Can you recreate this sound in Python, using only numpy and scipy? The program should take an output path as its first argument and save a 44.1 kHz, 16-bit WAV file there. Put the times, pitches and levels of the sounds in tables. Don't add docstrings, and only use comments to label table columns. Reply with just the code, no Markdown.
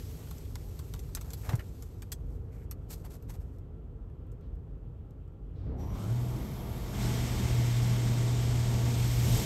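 import sys
import numpy as np
from scipy import signal
from scipy.fft import rfft, irfft, next_fast_len
from scipy.io import wavfile
from scipy.ndimage import uniform_filter1d

SR = 44100
rng = np.random.default_rng(int(sys.argv[2]) if len(sys.argv) > 2 else 0)


def decibels_to_gain(level_db):
    exponent = np.asarray(level_db, float) / 20
    return 10 ** exponent


def waveform_to_disk(signal):
    frames = np.transpose(np.atleast_2d(signal))
    scaled = np.clip(frames, -1, 1) * 32767
    samples = np.round(scaled).astype(np.int16)
    wavfile.write(sys.argv[1], SR, samples)


N = 416744
SIZE = next_fast_len(N)
T = np.arange(N) / SR
HZ = np.fft.rfftfreq(SIZE, 1 / SR)


def evened(x):
    return x / np.sqrt(np.mean(x ** 2) + 1e-20)


def read(points, hz):
    f, value = np.transpose(points)
    return np.interp(np.log(hz + 1), np.log(f + 1), value)


def curves(rows, before_db=-130):
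    s, first, *rest = np.transpose(rows)
    level_db = np.interp(T, s, first, before_db, before_db)
    return [level_db] + [np.interp(T, s, column) for column in rest]


def coloured(gain_db):
    white = rfft(rng.standard_normal(SIZE))
    return evened(irfft(white * decibels_to_gain(gain_db), SIZE)[:N])


def band(lo_hz, hi_hz, slope_db):
    below = np.minimum(np.log2((HZ + 1) / lo_hz), 0)
    above = np.maximum(np.log2((HZ + 1) / hi_hz), 0)
    return slope_db * (below - above)


def wander(rate_hz):
    t = T[::32]
    hz = np.fft.rfftfreq(len(t), t[1]) + 1e-3
    gain = decibels_to_gain(-27.0 * np.maximum(np.log2((hz + 1) / rate_hz), 0)) * (hz > 0.1)
    slow = irfft(rfft(rng.standard_normal(len(t))) * gain, len(t))
    return np.interp(T, t, evened(slow))


def stroke(start, length, db, rise_db, fall_db):
    t = T[::32, None]
    early = np.maximum(start - t, 0)
    late = np.maximum(t - start - length, 0)
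    gain = decibels_to_gain(db - rise_db * early - fall_db * late)
    return np.interp(T, t[:, 0], gain.sum(axis=1))


def resonate(x, hz, width):
    turn = np.exp(2j * np.pi * np.cumsum(hz * np.ones(N)) / SR)
    r = np.exp(-np.pi * width / SR)
    return 2 * (turn * signal.lfilter([1 - r], [1, -r], x / turn)).real


def hiss(colour_db, tilt_db, mist_db, patchy_db, flicker_db):
    frames, hz = N // 128 + 5, np.fft.rfftfreq(512, 1 / SR)[:, None]
    a, b, patches = rng.standard_normal((frames, 257, 3)).T
    patches = uniform_filter1d(patches, size=8, axis=0)
    patches = evened(uniform_filter1d(patches, size=16, axis=1))
    flicker = evened(uniform_filter1d(rng.standard_normal(frames), size=3))
    tilt, mist = (np.interp(np.arange(frames) * 128, np.arange(N), c) for c in (tilt_db, mist_db))
    gain = decibels_to_gain(np.interp(hz, HZ, colour_db) + tilt * np.log2((hz + 200) / 6000))
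    gain /= np.sqrt(np.mean(gain ** 2, axis=0))
    uneven_db = patchy_db * patches + flicker_db * flicker + mist * (hz > 9650)
    z = (a + 1j * b) * gain * decibels_to_gain(uneven_db)
    return signal.istft(z, nperseg=512, noverlap=384)[1][:N] / 20


FILL_START_S, FILL_TOP_HZ = 5.57, 1500.0


def fill_hz(t):
    return np.clip(260.0 + 2200.0 * (t - FILL_START_S), 200, FILL_TOP_HZ)


# (frequency [Hz], level [dB per Hz])
CABIN_RUMBLE = [(15, -30.5), (25, -6.5), (49, -1.5), (87, -4), (161, -13.5), (184, -23), (268, -24.5),
                (350, -25.5), (456, -24.5), (545, -34), (812, -44), (1210, -46), (1320, -47.5),
                (1480, -51.5), (5000, -75), (6500, -100), (11000, -120)]
# (frequency [Hz], level [dB per Hz])
PUMP_DRONE = [(76, -5.5), (130, -8.5), (156, -9), (205, -8.5), (549, -25.5), (652, -26), (792, -27),
              (868, -27.5), (2000, -48), (2600, -79), (4400, -120)]
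# (frequency [Hz], width [Hz], level [dB])
FAN_HUM = [(48.05, 4.5, -48), (93.8, 1.9, -61.5), (158.7, 6.0, -60), (265.4, 9.2, -64.5), (810, 12.3, -82),
           (1349, 30, -85.5)]
# (start [s], length [s], boom level [dB])
SURGES = [
    (1.52, .05, -36),
    (5.695, 0.041, -33),
    (7.128, 0.036, -35),
    (7.42, 0.092, -35),
    (8.4, 0.038, -37.5),
    (8.623, 0.073, -39),
    (8.848, 0.26, -36.5),
    (9.283, 0.11, -28),
]


def bay():
    effort_db = np.maximum(curves(SPRAY)[0] + 55.5, -8.0)
    on = np.clip((T - 5.62) / 0.09, 0, 1)
    surge = stroke(*np.transpose(SURGES), rise_db=90.0, fall_db=118) ** 2

    rest = decibels_to_gain(-38.5 - 0.77 * T)
    run = on * decibels_to_gain(-39 + 0.028 * effort_db)
    boom = np.sqrt(np.maximum(rest, run) ** 2 + surge)
    idle = boom * decibels_to_gain(0.6 * wander(1.8)) * coloured(read(CABIN_RUMBLE, HZ))

    lines = sum(decibels_to_gain(db) / np.sqrt(width) / (1 + (2 * (HZ - hz) / width) ** 2) for hz, width, db in FAN_HUM)
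    fans = decibels_to_gain(-47.5) * coloured(20 * np.log10(lines))
    bay_hiss = decibels_to_gain(-90.0 + 2.5 * wander(14.0)) * coloured(band(2500, 3220, 45.0))

    hz, t, z = signal.stft(coloured(read(PUMP_DRONE, HZ)), SR, nperseg=1024)
    filling_hz = np.where(fill_hz(t) < FILL_TOP_HZ, fill_hz(t), 4000)
    edge_hz = np.where(t < FILL_START_S, 900, filling_hz)
    z = z / np.sqrt(1 + (hz[:, None] / (1.1 * edge_hz)) ** 8)
    drone = signal.istft(z, SR, nperseg=1024)[1][:N]
    push = decibels_to_gain(-53.5 - 1.1 * T) + on * decibels_to_gain(-40.5 + 0.35 * effort_db)
    push = np.sqrt(push ** 2 + surge * decibels_to_gain(2 * -14.5))
    return idle + fans + bay_hiss + push * decibels_to_gain(1.1 * wander(6.1)) * drone


def snap(db, low_db, ring_hz, t60, tail_db):
    draw = rng.standard_normal(8192)
    t, hz = np.arange(8192) / SR, np.fft.rfftfreq(8192, 1 / SR)
    rings = decibels_to_gain(4.14 * evened(uniform_filter1d(draw[:len(hz)], size=36)))
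    ring = 0.7 / (1 + ((hz - ring_hz) / (0.12 * ring_hz)) ** 2)
    bright = 1 / (1 + (3000 / (hz + 1)) ** 4) + ring
    body = decibels_to_gain(low_db + 25.5) / (1 + (750 / (hz + 1)) ** 4 + (hz / 1250) ** 2.74)
    crack = irfft(rfft(np.sign(draw)) * bright) * 1.5 * np.exp(-t / 0.0006)
    fade = decibels_to_gain(tail_db - 60 * t / t60) * (1 - np.exp(-t / 0.002))
    tail = fade * irfft(rfft(draw) * (bright + body) * rings)
    return decibels_to_gain(db - 5.5) * (1 - np.exp(-t / 0.0002)) * (crack + tail)


# (time [s], level [dB])
CLOTH_BED = [
    (0, -55),
    (.5, -59.5),
    (1.1, -62),
    (1.8, -63.5),
    (2.05, -72),
    (2.7, -83.5),
    (3.0, -75),
    (3.5, -78),
    (3.68, -92),
]
# (start [s], length [s], level [dB], low body [dB])
RUBS = [(0.19, .05, -60, 1), (1.247, 0.082, -56.5, -1), (1.374, 0.09, -54, -10), (1.453, 0.045, -55, 1),
        (1.497, 0.041, -53, 4), (1.515, .04, -61, 7), (2.3, 0.069, -68, -5), (2.525, 0.041, -64.5, -8),
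        (2.584, 0.063, -68, -8), (2.907, 0.031, -42, -13), (2.96, 0.06, -62.5, -12),
        (3.05, .015, -54.5, 1.5), (3.108, .05, -52.5, -6.5), (3.297, 0.011, -48, -5.5),
        (3.34, 0.016, -55, -2), (3.404, 0.024, -64.5, -1), (3.532, 0.03, -74, 2)]
# (start [s], length [s], level [dB])
SWISHES = [
    (1.172, .015, -65),
    (1.44, 0.027, -61),
    (1.497, 0.018, -59),
    (1.532, 0.021, -64),
    (1.594, 0.012, -55.5),
    (2.52, .11, -73.5),
    (2.717, 0.01, -71),
    (3.048, 0.017, -70),
    (3.294, 0.023, -67),
]
# (time [s], peak [dB], low body [dB], ring [Hz])
SNAPS = [(0.7914, -34.5, -11, 8650), (0.9928, -34, -16, 6900), (1.0889, -52, 2, 6560),
         (1.15, -19.5, -21, 7400), (1.1699, -35, 3.5, 2930), (1.2115, -32, -11.5, 8580),
         (1.305, -35, -11, 6300), (1.531, -47, 14, 2380), (1.5548, -32, -20, 11560),
         (1.824, -35.5, -13, 12300), (2.0212, -34, -8.5, 2520), (2.122, -24.5, -15.5, 11700),
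         (2.7117, -28.5, -13.5, 12750), (3.2245, -49, -18, 12500), (3.5847, -55, -11.5, 12700),
         (4.3181, -54.5, -25, 7900)]
# (time [s], peak [dB], low body [dB], ring [Hz])
TICKS = [(0.2713, -46, 2, 3380), (0.3107, -34, -6, 11800), (0.383, -42, -23, 7100),
         (0.5556, -30, -4.5, 3720), (0.938, -30.5, -6.5, 3620), (0.9493, -40, -3, 3460),
         (0.9614, -45, 1, 3480), (4.099, -66, 2, 3010), (4.2672, -65, 0, 12500), (4.41, -63, -8, 12000),
         (4.555, -65, -4, 12000), (5.1077, -55.5, -11, 3200), (5.2775, -65, 4, 3200)]
# (time [s], peak [dB], low body [dB], ring [Hz])
SOFT_SNAPS = [
    (1.333, -36.5, -17, 11700),
    (1.491, -39, 0, 2600),
    (1.593, -49, 5, 2610),
    (2.1182, -32.5, -21, 8040),
    (3.0498, -51, -17, 12800),
    (3.2933, -55, -10, 2290),
]


def cloth():
    bed = decibels_to_gain(curves(CLOTH_BED)[0] + 0.43 * wander(8.7))
    out = bed * hiss(band(900, 14400, 7.0), np.zeros(N), np.full(N, 1.5), patchy_db=1.0, flicker_db=1.0)

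    grit = decibels_to_gain(1.5 * wander(150.0))
    rise_db, fall_db = 1302, 799.5
    bright, body = coloured(band(10200, 18000, 3.4)), coloured(band(290, 760, 11.0))
    start, length, db, low_db = np.transpose(RUBS)
    out += grit * stroke(start, length, db - 6.5, rise_db, fall_db) * bright
    out += grit * stroke(start, length, db + low_db - 2.5, rise_db, fall_db) * body
    swish = stroke(*np.transpose(SWISHES), rise_db, fall_db)
    out += grit ** 2 * swish * coloured(band(960, 2200, 30.0))

    for rows, t60, tail_db in ((SNAPS, 0.052, -10), (TICKS, 0.028, -8.5), (SOFT_SNAPS, 0.06, 1.4)):
        for s, db, low_db, ring_hz in rows:
            out[round(s * SR):][:8192] += snap(db, low_db, ring_hz, t60, tail_db)
    return out


# (time [s], peak [dB], ring [Hz], t60 [s])
BUMPS = [
    (1.484, -12, 83, 0.054),
    (1.535, -6.5, 118.6, 0.055),
    (5.73, -37, 51.4, 0.14),
]


def bumps():
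    out, t = np.zeros(N), np.arange(SR // 3) / SR
    for s, db, hz, t60 in BUMPS:
        envelope = (1 - np.exp(-t / 0.011)) * decibels_to_gain(db + 3.0 - 60 * t / t60)
        out[round(s * SR):][:len(t)] += envelope * np.sin(2 * np.pi * hz * t)
    return out


# (start [s], length [s], level [dB], rise [dB/s], fall [dB/s])
AIR_PUFFS = [
    (4.42, .03, -82, 900, 250),
    (5.56, .12, -77.5, 1000, 130),
]
# (frequency [Hz], width [Hz], level [dB])
WHISTLE_TONES = [(5770, 260, 6), (11800, 450, 2)]


def start_up():
    air = stroke(*np.transpose(AIR_PUFFS)) * coloured(band(2000, 4100, 20.0))

    noise, centre_hz = rng.standard_normal(N), fill_hz(T)
    roar = evened(resonate(resonate(noise, centre_hz, 300), centre_hz, 240))
    filling = stroke(5.87, 0.17, -55.5, rise_db=25.0, fall_db=90.0)
    filling = filling * np.clip((T - FILL_START_S) * 20, 0, 1)

    tones = sum(decibels_to_gain(db) * coloured(-20 * np.log10(1 + (2 * (HZ - hz) / width) ** 2))
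                for hz, width, db in WHISTLE_TONES)
    opening = stroke(5.79, 0.02, -76.0, rise_db=1600.0, fall_db=20.0) * (T < 5.96)
    return air + filling * roar + opening * tones


# (time [s], speed [Hz])
SHAFT = [
    (5.5, 9.5),
    (5.6, 10.5),
    (6.05, 11.7),
    (6.15, 13.5),
    (6.85, 13.47),
    (7.0, 13.31),
    (9.45, 13.31),
]
# (time [s], level [dB])
RUN_UP = [
    (5.5, -65),
    (5.62, -40),
    (5.9, -12),
    (6.1, -5.5),
    (6.25, -5),
    (6.9, -6),
    (7.05, -3),
]
# (order [per turn], level [dB])
ORDERS = [(3, 0), (6, 6), (12, -2), (15, 4.5), (18, 0), (24, -6), (27, -5), (30, -5), (33, -8), (36, -8),
          (45, -14), (48, -7), (50, -10), (51, -8), (54, -10), (64, -8.5), (67, -11), (70, -10), (73, -15),
          (81, -15), (84, -14), (86, -16), (88, -16), (92, -16), (104, -16)]
# (time [s], level [dB])
HUM = [
    [(5.5, -49), (5.616, -36.5), (5.886, -51), (5.908, -40), (6.068, -38), (6.116, -28), (6.354, -33),
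     (6.388, -41), (6.9, -44)],
    [(6.9, -48), (7.03, -33), (7.49, -33), (7.53, -27.5), (7.94, -26.5), (7.98, -29), (9.28, -27.5),
     (9.33, -21), (9.45, -46)],
]


def pump():
    hum_db = curves(list(HUM[0]) + list(HUM[1]))[0]
    firm_db = np.interp(T, *np.transpose(RUN_UP))
    shaft_hz, waver = np.interp(T, *np.transpose(SHAFT)), 1 + 0.0014 * wander(3.0)
    gear_hz = np.minimum(shaft_hz, 13.31)
    turns, gear = (2 * np.pi * np.cumsum(hz * waver) / SR for hz in (shaft_hz, gear_hz))

    hum_db = hum_db + 3.5 + np.maximum(firm_db * 0.11, -3.0) + 1.2 * wander(31.0)
    hum = decibels_to_gain(hum_db) * np.sin(9 * turns) * np.clip((T - 5.5) / 0.06, 0, 1)

    beats = [decibels_to_gain(2.0 * wander(3.5)) for _ in range(4)]
    rest = np.zeros(N)
    for k, (order, db) in enumerate(ORDERS):
        angle = turns if order < 60 else gear
        rest += decibels_to_gain(db) * beats[k % 4] * np.sin(order * angle + k ** 2)
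    return hum + decibels_to_gain(-47.5 + firm_db) * rest


# (time [s], level [dB], brightness [dB per octave], finest mist [dB])
SPRAY = [(5.76, -86, 6, -19), (5.8, -64.5, -5, -11), (5.9, -64.5, -6.5, -1.5), (6.01, -56, -0.5, -11.5),
         (6.65, -57.5, -3.5, -1.5), (6.91, -53.5, -2.5, -7), (7.02, -45, -2, -11), (8.34, -46, -1.5, -14),
         (8.8, -45.5, -1, -14), (9.2, -42.5, -0.5, -11), (9.38, -37.5, 0.9, -12.5), (9.45, -40, 0.5, -12.5)]
# (frequency [Hz], width [Hz], level [dB])
PANELS = [(2167, 330, 5), (3190, 110, 7), (3610, 43, 7.5), (5400, 137, 1), (7400, 230, -13.5)]


def spray():
    level_db, tilt_db, mist_db = curves(SPRAY)
    panels = sum(decibels_to_gain(db) / (1 + (2 * (HZ - hz) / width) ** 2) for hz, width, db in PANELS)
    colour_db = band(1460, 18300, 3.5) + 20 * np.log10(0.61 + 0.22 * panels)
    return decibels_to_gain(level_db + 4.0) * hiss(colour_db, tilt_db, mist_db + 8.5, patchy_db=0.55, flicker_db=0.5)


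def scene():
    return (bay() + cloth() + bumps() + start_up() + pump() + spray())[None]


def drop_weak_bands(x, under_db, top_db):
    hz, _, z = signal.stft(x, SR, nperseg=1024)
    hz = hz[:512, None]
    power = uniform_filter1d(abs(z) ** 2, size=3, axis=1)
    bands = power[:512].reshape(128, 4, -1).mean(axis=1)
    chance = rng.standard_normal(bands.T.shape).T
    margin_db = 2.7 * evened(uniform_filter1d(chance, size=9, axis=1))
    bands = np.repeat(bands * decibels_to_gain(2 * margin_db), 4, axis=0)
    around = uniform_filter1d(power, size=121, axis=0)[:512]
    strong = bands > around * decibels_to_gain(-2 * under_db)
    loud = (bands > decibels_to_gain(2 * top_db)) | (hz < 14300)
    z[:512] *= (strong & loud) | (hz < 8500)
    return signal.istft(z, SR, nperseg=1024)[1][:N]


def top_cut(x):
    return signal.sosfilt(signal.butter(12, 16180, fs=SR, output="sos"), x)


# (frequency [Hz], gain [dB])
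PORT = [(16, -34.5), (28, -10.5), (42, -1.5), (8300, 3.5), (8900, 0.5), (9350, -16.5), (9650, -17.5),
        (9950, -7.5), (11300, 3.5), (12500, 5), (13800, -1.5), (14450, -16), (14750, -24), (15050, -8),
        (15700, -11.5)]


def record(dry):
    self_noise = decibels_to_gain(-88.0) * coloured(band(3000, 14000, 3.6))
    port = decibels_to_gain(read(PORT, HZ)) * (HZ < 15760)
    heard = irfft(rfft(dry[0] + self_noise, SIZE) * port, SIZE)[:N]
    mix = drop_weak_bands(heard, under_db=21.0, top_db=-104.0)[None]
    return top_cut(mix)


dry = scene()
out = record(dry)
waveform_to_disk(out)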